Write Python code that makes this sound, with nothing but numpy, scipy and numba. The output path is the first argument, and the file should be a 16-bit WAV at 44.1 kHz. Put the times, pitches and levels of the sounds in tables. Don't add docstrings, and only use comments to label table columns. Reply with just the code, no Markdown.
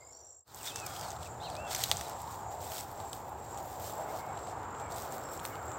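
import sys
import numpy as np
from scipy import signal
from scipy.fft import rfft, irfft
from scipy.io import wavfile
from scipy.ndimage import uniform_filter1d
from numba import njit

SR = 44100
rng = np.random.default_rng(int(sys.argv[2]) if len(sys.argv) > 2 else 0)


def magnitude_from_level(level_db):
    exponent = np.asarray(level_db, float) / 20
    return 10 ** exponent


def generate_wav(signal):
    frames = np.transpose(np.atleast_2d(signal))
    scaled = np.clip(frames, -1, 1) * 32767
    pcm = np.round(scaled).astype(np.int16)
    wavfile.write(sys.argv[1], SR, pcm)


N = 255057
TIME = np.arange(N) / SR

# f/Hz, density/dB per Hz
BLADES = [(880, -19), (1500, -2), (1700, -4.5), (2550, -4.5), (2780, -5.5), (3620, -0.5), (4000, -1.5),
          (5690, -0.5), (6270, -2.5), (8330, 2), (9460, -9.5), (13700, 5.5), (15600, -7)]


def level(x, db):
    return x * magnitude_from_level(db) / np.sqrt(np.mean(x ** 2))


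def noise():
    return rng.standard_normal(N)


def curves(table):
    s, *columns = np.transpose(table)
    return [np.interp(TIME, s, c) for c in columns]


def colour(x, points):
    hz, db = np.transpose(points)
    bins = np.maximum(np.fft.rfftfreq(N, 1 / SR), 1)
    gain = magnitude_from_level(np.interp(np.log(bins), np.log(hz), db))
    return irfft(rfft(x) * gain, N)


@njit
def svf(x, hz, width):
    y, b, l = np.empty(len(x)), 0., 0.
    for i in range(len(x)):
        g, k = np.tan(np.pi * hz[i] / SR), width[i] / hz[i]
        v = (b + g * (x[i] - l)) / (1 + g * (g + k))
        b, l, y[i] = 2 * v - b, l + 2 * g * v, k * v
    return y


def band(x, hz, width):
    hz, width = hz * np.ones(len(x)), width * np.ones(len(x))
    return svf(svf(x, hz, width), hz, width)


def walk(rate):
    k = int(SR / rate)
    held = np.repeat(rng.standard_normal(N // k + 1), k)
    return 1.413 * uniform_filter1d(uniform_filter1d(held, k), k)[:N]


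def span(start, end):
    first = int(max(start, 0) * SR)
    return first, np.linspace(0, 1, max(min(int(end * SR), N) - first, 2))


def arch(u, a, b, c):
    return a + (4 * b - 3 * a - c) * u + 2 * (a + c - 2 * b) * u ** 2


def add(out, first, sound):
    out[first:first + len(sound)] += sound[:len(out) - first]


def quiet_air():
    # f/Hz, density/dB per Hz
    air = [(30, -20.5), (80, 9.5), (200, -15.5), (480, 3), (900, 1.5), (1500, -12), (2500, -26),
           (5000, -21.5), (9000, -34), (15500, -23.5)]
    edged = [(15, -60)] + air + [(16500, -70)]
    return level(colour(noise(), edged), -61.5) * magnitude_from_level(0.35 * walk(3.4))


def road():
    # t/s, roar level/dB, roar centre f/Hz, openness of the way over the bank level/dB
    traffic = [(0.7, -52.5, 842, -59), (0.85, -46.5, 796, -50.5), (1.23, -47.5, 748, -55.5),
               (1.5, -42, 700, -58.5), (1.72, -42, 721, -51), (1.88, -47, 742, -53),
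               (2.15, -42.5, 766, -58.5), (2.34, -45, 855, -69.5), (2.52, -42, 744, -72.5),
               (2.7, -47, 757, -59), (3.09, -47, 831.4, -61.5), (3.73, -44.5, 808, -63.5),
               (4.13, -42.5, 738, -62.5), (4.35, -43.5, 843, -53), (4.49, -43, 767, -59.5),
               (4.74, -45, 901, -51.5), (5.17, -44, 686, -53), (5.5, -46.5, 776, -49.5)]
    # t/s, level/dB
    engines = [(0.68, -55), (1.11, -49.5), (1.89, -49.5), (1.98, -47), (2.06, -53), (4.09, -52.5),
               (4.59, -50.5), (5.7, -51.5)]
    roar_db, hz, open_db = curves(traffic)
    width = 345.6 + 51.8 * np.maximum(TIME - 3, 0)
    roar = band(noise(), hz * (1 + 0.0388 * walk(7.3)), width) / np.sqrt(width)
    roar = level(roar, 1.2) * magnitude_from_level(roar_db + 1.3 * walk(18))
    upper = level(band(noise(), 1259.4, 525), 0.27) * magnitude_from_level(open_db + walk(8.5))
    lorry_db = -58.5 + 1.3875 * TIME
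    lower = level(band(noise(), 431.6, 586), 3.03) * magnitude_from_level(lorry_db + 0.76 * walk(7.4))
    rumble = band(band(noise(), 92 * (1 + 0.0104 * walk(3.1)), 82.9), 116.0, 381)
    rumble = level(rumble, 0.1) * magnitude_from_level(curves(engines)[0] + 0.377 * walk(8.7))
    return roar + upper + lower + rumble


def crickets():
    # f/Hz, width/Hz, level/dB
    chorus = [
        (7349, 994, -69.5),
    ]
    # first chirp t/s, period/s, length/s, f/Hz, level/dB
    singers = [
        (0.67, .4515, 0.232, 7602, -65),
        (3.648, .465, 0.159, 7400, -73),
    ]
    # start t/s, length/s, f/Hz, level/dB
    strays = [(0, 0.305, 7086, -65.5), (0, 0.221, 7470, -63.5), (0.239, 0.206, 7506, -52),
              (0.294, 0.136, 6960, -60), (1.25, 0.143, 7053, -69.5), (2.402, 0.15, 6880, -69),
              (2.305, 0.066, 7040, -71.5), (3.433, 0.276, 6973, -69), (4.596, 0.22, 6947, -74),
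              (5.658, 0.143, 7016, -65.5)]
    strokes_hz, wing_width_hz = 49.5, 140
    out = sum(level(band(noise(), hz, width), db) * magnitude_from_level(2.0 * walk(5)) for hz, width, db in chorus)
    steady = [(s, length, hz, db + 1.6 * (s - 3)) for first, period, length, hz, db in singers
              for s in np.arange(first, N / SR, period)]
    for s, length, hz, db in steady + strays:
        first, u = span(s, s + length)
        strokes = np.sin(np.pi * strokes_hz * length * u) ** 2 + .25
        pitch = hz * (1 + .018 * (np.sqrt(u) - .7))
        shimmer = level(band(rng.standard_normal(len(u)), pitch, 1.6 * wing_width_hz), 0)
        wing = 1.19 * np.sin(2 * np.pi * np.cumsum(pitch) / SR) + shimmer
        overtone = wing ** 2 - uniform_filter1d(wing ** 2, size=40)
        wing = wing + 0.035 * overtone
        swell = np.sin(np.pi * (.06 + .9 * u) ** 1.4) ** .35
        add(out, first, level(wing * strokes * swell, db))
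    return out


def whistles(waver):
    # start t/s, end t/s, f/Hz at start, f/Hz at end, level/dB
    slides = [(.588, .632, 3130, 2330, -62), (.72, .795, 3600, 3550, -65), (.84, .875, 4170, 4800, -66),
              (.905, 1.01, 4970, 4880, -63.5), (1.005, 1.068, 4890, 4210, -61),
              (.875, 1.0, 3270, 3200, -63.5), (1.255, 1.275, 2730, 2370, -59),
              (1.457, 1.49, 2980, 2330, -59), (1.503, 1.54, 4960, 3700, -61),
              (1.675, 1.702, 3480, 3120, -60), (1.93, 2.0, 4840, 4690, -66), (2.05, 2.075, 4110, 3560, -59),
              (.668, .682, 3330, 3480, -48.5), (.676, .696, 3680, 3520, -45), (.69, .718, 3600, 2950, -54),
              (4.19, 4.35, 2050, 2200, -69), (4.8, 4.92, 2380, 2130, -68.5), (1.483, 1.5, 6250, 5700, -63),
              (1.665, 1.68, 3100, 3500, -62), (1.418, 1.436, 2400, 3100, -64),
              (1.43, 1.467, 3120, 3120, -61), (1.955, 1.975, 3000, 3300, -58)]
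    arches = [
        (.69, .88, 2320, 2160, -58),
        (1.558, 1.717, 2300, 2300, -57),
    ]
    out = np.zeros(N)
    bowed = [(note, 60) for note in slides] + [(note, 430) for note in arches]
    for (s, end, a, c, db), bow in bowed:
        first, u = span(s, end)
        hump = np.abs(np.sin(np.pi * u))
        pitch = a + (c - a) * u + bow * hump ** .6
        tone = np.sin(2 * np.pi * np.cumsum(pitch) / SR) * magnitude_from_level(1.97 * waver[first:first + len(u)])
        add(out, first, level(tone * hump ** .3, db))
    return out


def buzzes(waver):
    # start t/s, end t/s, f/Hz at start, f/Hz at end, level/dB
    narrow = [(.125, .23, 5550, 5950, -62), (.07, .14, 5200, 5600, -76), (.18, .44, 5800, 5700, -61),
              (.13, .23, 4540, 4580, -74), (0, .055, 2110, 2110, -68), (.06, .12, 2170, 2150, -75),
              (0, .13, 4800, 5150, -77), (4.085, 4.115, 2150, 2200, -65), (5.22, 5.45, 5450, 5450, -71),
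              (4.19, 4.37, 2200, 2260, -71), (4.8, 4.92, 2400, 2130, -70), (5.5, 5.61, 2180, 2200, -66),
              (5.53, 5.56, 2850, 3000, -68)]
    rasps = [
        (.45, .54, 4300, 3300, -65),
        (1.4, 1.505, 3600, 3450, -58),
        (1.43, 1.495, 3850, 3800, -59),
    ]
    out = np.zeros(N)
    shaped = [(note, 0, .055) for note in narrow] + [(note, 430, .13) for note in rasps]
    for (s, end, a, c, db), bow, share in shaped:
        first, u = span(s, end)
        buzz = band(rng.standard_normal(len(u)), arch(u, a, (a + c) / 2 + bow, c), share * a)
        swell = np.sin(np.pi * (.04 + .96 * u) ** .7) ** .6
        add(out, first, level(buzz * swell * magnitude_from_level(1.5 * waver[first:first + len(u)]), db + 1))
    return out


def birds():
    waver = walk(65.0)
    calls = whistles(waver) + buzzes(waver)
    t = np.arange(6000) / SR
    trees = level(rng.standard_normal(len(t)) * np.exp(-t / .04), -52)
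    return magnitude_from_level(-3.5) * (calls + signal.fftconvolve(calls, trees)[:N])


def sweeps():
    swishes = [(0.452, 0.046, -57.5, 2), (0.518, .04, -56.5, -0.5), (0.574, 0.099, -51, -2),
               (0.769, 0.033, -61.5, 4.5), (0.659, 0.0133, -56.5, 6.5), (0.841, 0.199, -56.5, 2.5),
               (1.035, 0.0766, -60.5, 5.5), (1.22, 0.042, -63.5, 4), (1.434, 0.157, -66.5, 5),
               (1.716, 0.102, -49.5, 3.5), (1.809, 0.122, -49.5, 1), (1.963, 0.148, -57, 2.5),
               (2.172, 0.055, -64, -1), (2.285, 0.1, -58, -2), (2.517, 0.027, -61.5, -1.5),
               (2.62, 0.068, -52.5, -2), (2.711, 0.0847, -47, -4), (2.906, 0.213, -62.5, -2.5),
               (3.142, 0.0116, -53.5, -7), (3.269, 0.05, -65, -8.5), (3.457, 0.095, -63.5, -4),
               (3.58, 0.177, -56.5, -5.5), (3.809, 0.074, -50.5, -3.5), (3.901, 0.052, -55.5, -4),
               (4.004, 0.169, -61, -4), (4.11, 0.0815, -56.5, -5), (4.365, 0.15, -70.5, 7),
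               (4.794, 0.012, -66, 2.5), (4.916, .05, -58, 2.5), (4.97, 0.072, -51, -5.5),
               (5.131, 0.0182, -50.5, -7.5), (5.323, 0.029, -51, -6.5), (5.453, 0.008, -48, -8),
               (5.544, 0.025, -87.5, -6), (5.697, 0.019, -65.5, -4)]
    rise_db_per_s, fall_db_per_s = 401, 230.5
    settle_db, settle_db_per_s, rest_db = -8.5, 44, -71.5
    top, body = magnitude_from_level(2 * rest_db), magnitude_from_level(2 * rest_db)
    for s, hold, db, full_db in swishes:
        after = np.maximum(TIME - s - hold, 0)
        fall = magnitude_from_level(-2 * fall_db_per_s * after) + magnitude_from_level(2 * (settle_db - settle_db_per_s * after))
        power = magnitude_from_level(2 * (db - rise_db_per_s * np.maximum(s - TIME, 0))) * fall
        top, body = top + power, body + power * magnitude_from_level(2 * full_db)
    return np.sqrt(top), np.sqrt(body)


def rustle():
    sizes = magnitude_from_level(np.minimum(5.5 * rng.exponential(size=N), 10))
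    ticks = (rng.random(N) < 1200 / SR) * sizes
    grains = signal.lfilter([1], [1, -np.exp(-1 / (0.0005 * SR))], ticks) * noise()
    mixed = level(grains, -3) + level(noise(), -3)
    blades = colour(mixed, BLADES[:-1]) * magnitude_from_level(1.2 * walk(40))
    top = signal.sosfilt(signal.butter(4, 8800, "high", fs=SR, output="sos"), blades)
    body = signal.sosfilt(signal.butter(4, 8800, "low", fs=SR, output="sos"), blades)
    top_gain, body_gain = sweeps()
    return level(top, .6) * top_gain + level(body, 2.5) * body_gain * magnitude_from_level(1.1 * walk(25))


def fracture(grit, t, hz, decay):
    burst = grit * (np.exp(-t / decay) + .1 * np.exp(-t / .009))
    burst = burst * np.minimum(t / (.15 * decay), 1)
    burst = burst + 2.5 * (np.arange(len(t)) == int(.15 * decay * SR))
    ring = 1.2 * svf(burst, hz + 0 * t, 1500 + 0 * t) + band(burst, hz, 2120) + 1.12 * band(burst, 6290, 4070)
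    return ring, band(burst, 3315, 2910), band(burst, 933, 1625), band(burst, 12800, 9900)


def snaps():
    # t/s, peak level/dB, body and top crack relative level/dB
    stalks = [(0.1246, -43.5, -33, -30.5), (0.546, -33, -48, -4), (0.631, -32, -16.5, -16),
              (0.7999, -28, -33.5, -22.5), (1.2309, -40, 4, -19), (1.5523, -39.5, 4, -18),
              (1.9698, -21, -30.5, -17), (2.217, -36.5, -27.5, -23), (2.6444, -45, -18, -17),
              (2.7197, -32.5, 4, -8), (2.7516, -42, -18, -16), (2.8083, -28.5, -29, -18.5),
              (3.0016, -36.5, 0, -23.5), (3.575, -32, -7.5, -16.5), (3.9094, -46, -8.5, -14),
              (4.7989, -37, -4.5, -15.5), (4.9113, -46.5, -17, -12), (4.9619, -33, -19, -21.5),
              (5.021, -31, -22.5, -12.5), (5.123, -28.5, -11, -14.5), (5.1817, -34.5, -5.5, -1),
              (5.3348, -46, -7, -8.5), (5.3755, -35, -8.5, -9.5), (5.399, -33, -2, -20.5),
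              (5.5552, -46.5, 8.5, -28), (5.7173, -36.5, -2, -22.5)]
    # t/s, peak level/dB, ring f/Hz, body and top crack relative level/dB
    stems = [(1.1047, -29.5, 6640, -29.5, -25.5), (1.5008, -34.5, 4000, -2.5, -23.5),
             (1.5664, -38, 4200, 2, -25), (1.7122, -33.5, 3720, -6.5, -10.5),
             (1.762, -20, 4450, -19.5, -26.5), (1.8813, -36, 4540, -3, -5.5),
             (1.941, -35, 3250, -14.5, -16), (2.097, -31.5, 5230, -14.5, 0),
             (2.7815, -33, 3660, -21.5, -17), (4.375, -42, 3900, -10.5, -25),
             (4.632, -47, 3400, -8.5, -25.5), (4.922, -33.5, 4880, -16.5, -20)]
    # t/s, peak level/dB, ring f/Hz, body relative level/dB, length of the break/ms
    twigs = [(.7585, -26, 5800, -6, 1.3), (.8655, -26, 8200, -14, 3), (.9632, -33, 3150, -8, 1.5),
             (.994, -35, 7700, -14, 2.2), (1.0112, -28, 5300, -10, 1.5), (1.7482, -21, 5600, -5, 3.2),
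             (1.8368, -19.5, 3950, -10, 3.6), (1.9011, -30, 6900, -8, .8), (1.9146, -6.5, 3900, -18, .45),
             (2.0108, -25, 7800, -4, 1.2), (3.1308, -27, 8100, -3, .9), (3.1312, -35, 4200, -6, .9),
             (5.4517, -27, 8000, 1, 1.0)]
    # t/s, peak level/dB
    treble_ticks = [(0.5596, -36.5), (0.5846, -41.5), (0.8629, -32), (0.8934, -44), (0.9627, -43.5),
                    (1.0113, -37.5), (1.694, -45.5), (1.748, -26.5), (1.7816, -32), (1.8376, -19), (1.914, -26.5),
                    (1.9262, -34), (2.0091, -36.5), (2.0522, -44.5), (2.1919, -45), (2.2175, -37), (2.3106, -44),
                    (2.5114, -46.5), (2.5406, -48), (2.617, -47), (2.7813, -32), (2.9148, -41), (3.1301, -40),
                    (3.1284, -41), (3.1534, -46.5), (3.2939, -44.5), (3.4496, -50.5), (3.5234, -50.5),
                    (3.6331, -45), (3.657, -39), (3.7165, -42.5), (3.8217, -42.5), (3.9246, -39.5), (3.9534, -44),
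                    (3.9787, -44.5), (4.0113, -45), (4.9112, -46.5), (5.0574, -42), (5.4515, -28), (5.4606, -35.5),
                    (5.6645, -51.5)]
    # t/s, peak level/dB, ring f/Hz
    clicks = [(0.831, -51, 4400), (1.1638, -44, 3600), (1.6501, -45, 3070), (1.7274, -34, 4850),
              (1.922, -32, 3070), (2.171, -44, 6050), (2.2755, -44.5, 3910), (2.604, -44, 5970),
              (2.9781, -45.5, 6010), (3.5446, -41.5, 5040), (3.5962, -55.5, 3660), (3.6451, -44.5, 5000),
              (3.8056, -48.5, 3300), (3.88, -44.5, 3680), (4.137, -43.5, 5930), (4.3903, -44, 4030),
              (4.4712, -41.5, 3260), (4.4871, -45.5, 4670), (4.6445, -64, 3060), (4.7491, -46.5, 3240),
              (5.2874, -44, 3100), (5.3935, -40, 3440), (5.4606, -37, 6400)]
    # t/s, peak level/dB
    knocks = [
        (.7588, -29),
        (1.749, -30),
        (1.9149, -20.5),
        (2.011, -31),
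        (5.4517, -29),
    ]
    stalk_hz, stalk_ms, onset_s, silent = 7400, 0.505, .0007, -60
    out, t = np.zeros(N), np.arange(2000) / SR
    thin = [(s, db, stalk_hz + 270 * rng.standard_normal(), body, top) for s, db, body, top in stalks]
    # t/s, ring f/Hz, length/ms, peak level/dB, then ring, body, knock, top crack relative level/dB
    table = [(s, hz, stalk_ms, db, 0, body, min(body, -2), top) for s, db, hz, body, top in thin + list(stems)]
    table += [(s, hz, ms, db, 0, body, body - 12, -16) for s, db, hz, body, ms in twigs]
    table += [(s + onset_s, stalk_hz, .7, db + 1, silent, silent, silent, 0) for s, db in treble_ticks]
    table += [(s + onset_s, hz, stalk_ms, db, 0, -8, silent, silent) for s, db, hz in clicks]
    table += [(s, stalk_hz, stalk_ms, db, silent, silent, 0, silent) for s, db in knocks]
    chance = rng.standard_normal((len(table), len(t)))
    for (s, hz, ms, db, *relative_db), grit in zip(table, chance):
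        parts = fracture(grit, t, hz, ms / 1000)
        add(out, int(s * SR), sum(magnitude_from_level(db + rel) * p / np.abs(p).max() for p, rel in zip(parts, relative_db)))
    return out


def scene():
    # t/s, level/dB
    fade_out = [
        (0, 6),
        (.25, 2),
        (.35, -5.5),
        (.41, -12),
        (.445, -26),
    ]
    # t/s, level/dB
    fade_in = [
        (.445, -34),
        (.48, -7),
        (.55, 1.5),
        (.68, 6.5),
    ]
    leaving, = curves(fade_out + [(.45, -120)])
    coming, = curves([(.44, -120)] + fade_in)
    hiss = level(colour(noise(), BLADES[:-1]), -83)
    moving = (road() + rustle()) * magnitude_from_level(coming - fade_in[-1][1])
    wildlife = (crickets() + birds()) * (magnitude_from_level(leaving) + magnitude_from_level(coming))
    mono = quiet_air() * magnitude_from_level(leaving) + hiss * magnitude_from_level(coming) + moving + wildlife + snaps()
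    return np.array([mono, mono])


def band_limit(x):
    return signal.sosfilt(signal.butter(12, 17170, fs=SR, output="sos"), x)


def record(dry):
    # start t/s, end t/s, share of the treble level/dB
    unlike_moments = [(.54, .56, -14), (.745, .8, -9), (.863, .871, -3), (1.746, 1.753, -3),
                      (1.816, 1.828, -24), (1.908, 1.913, -16), (2.19, 2.23, -18), (3.125, 3.137, -6),
                      (3.97, 4.05, -17), (5.08, 5.12, -22), (5.43, 5.47, -7)]
    cut = signal.sosfilt(signal.ellip(10, .3, 45, 15850, fs=SR, output="sos"), dry)
    above = signal.butter(8, [4600, 15300], "band", fs=SR, output="sos")
    treble = np.sqrt(uniform_filter1d(signal.sosfilt(above, cut[0]) ** 2, size=200) + 1e-18)
    share = sum(magnitude_from_level(db) * ((TIME > start) & (TIME < end)) for start, end, db in unlike_moments)
    quiet = uniform_filter1d(treble, size=3000) < magnitude_from_level(-54)
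    unlike = level(signal.sosfilt(above, noise()), 0) * (share * treble + magnitude_from_level(-83.5) * quiet)
    sudden = uniform_filter1d(1. * (treble > magnitude_from_level(-36)), size=300)
    beyond = signal.sosfilt(signal.butter(6, 15900, "high", fs=SR, output="sos"), dry)
    cut = cut + magnitude_from_level(-22) * sudden * beyond
    return band_limit(cut + unlike * np.array([[1], [-1]]))


dry = scene()
out = record(dry)
generate_wav(out)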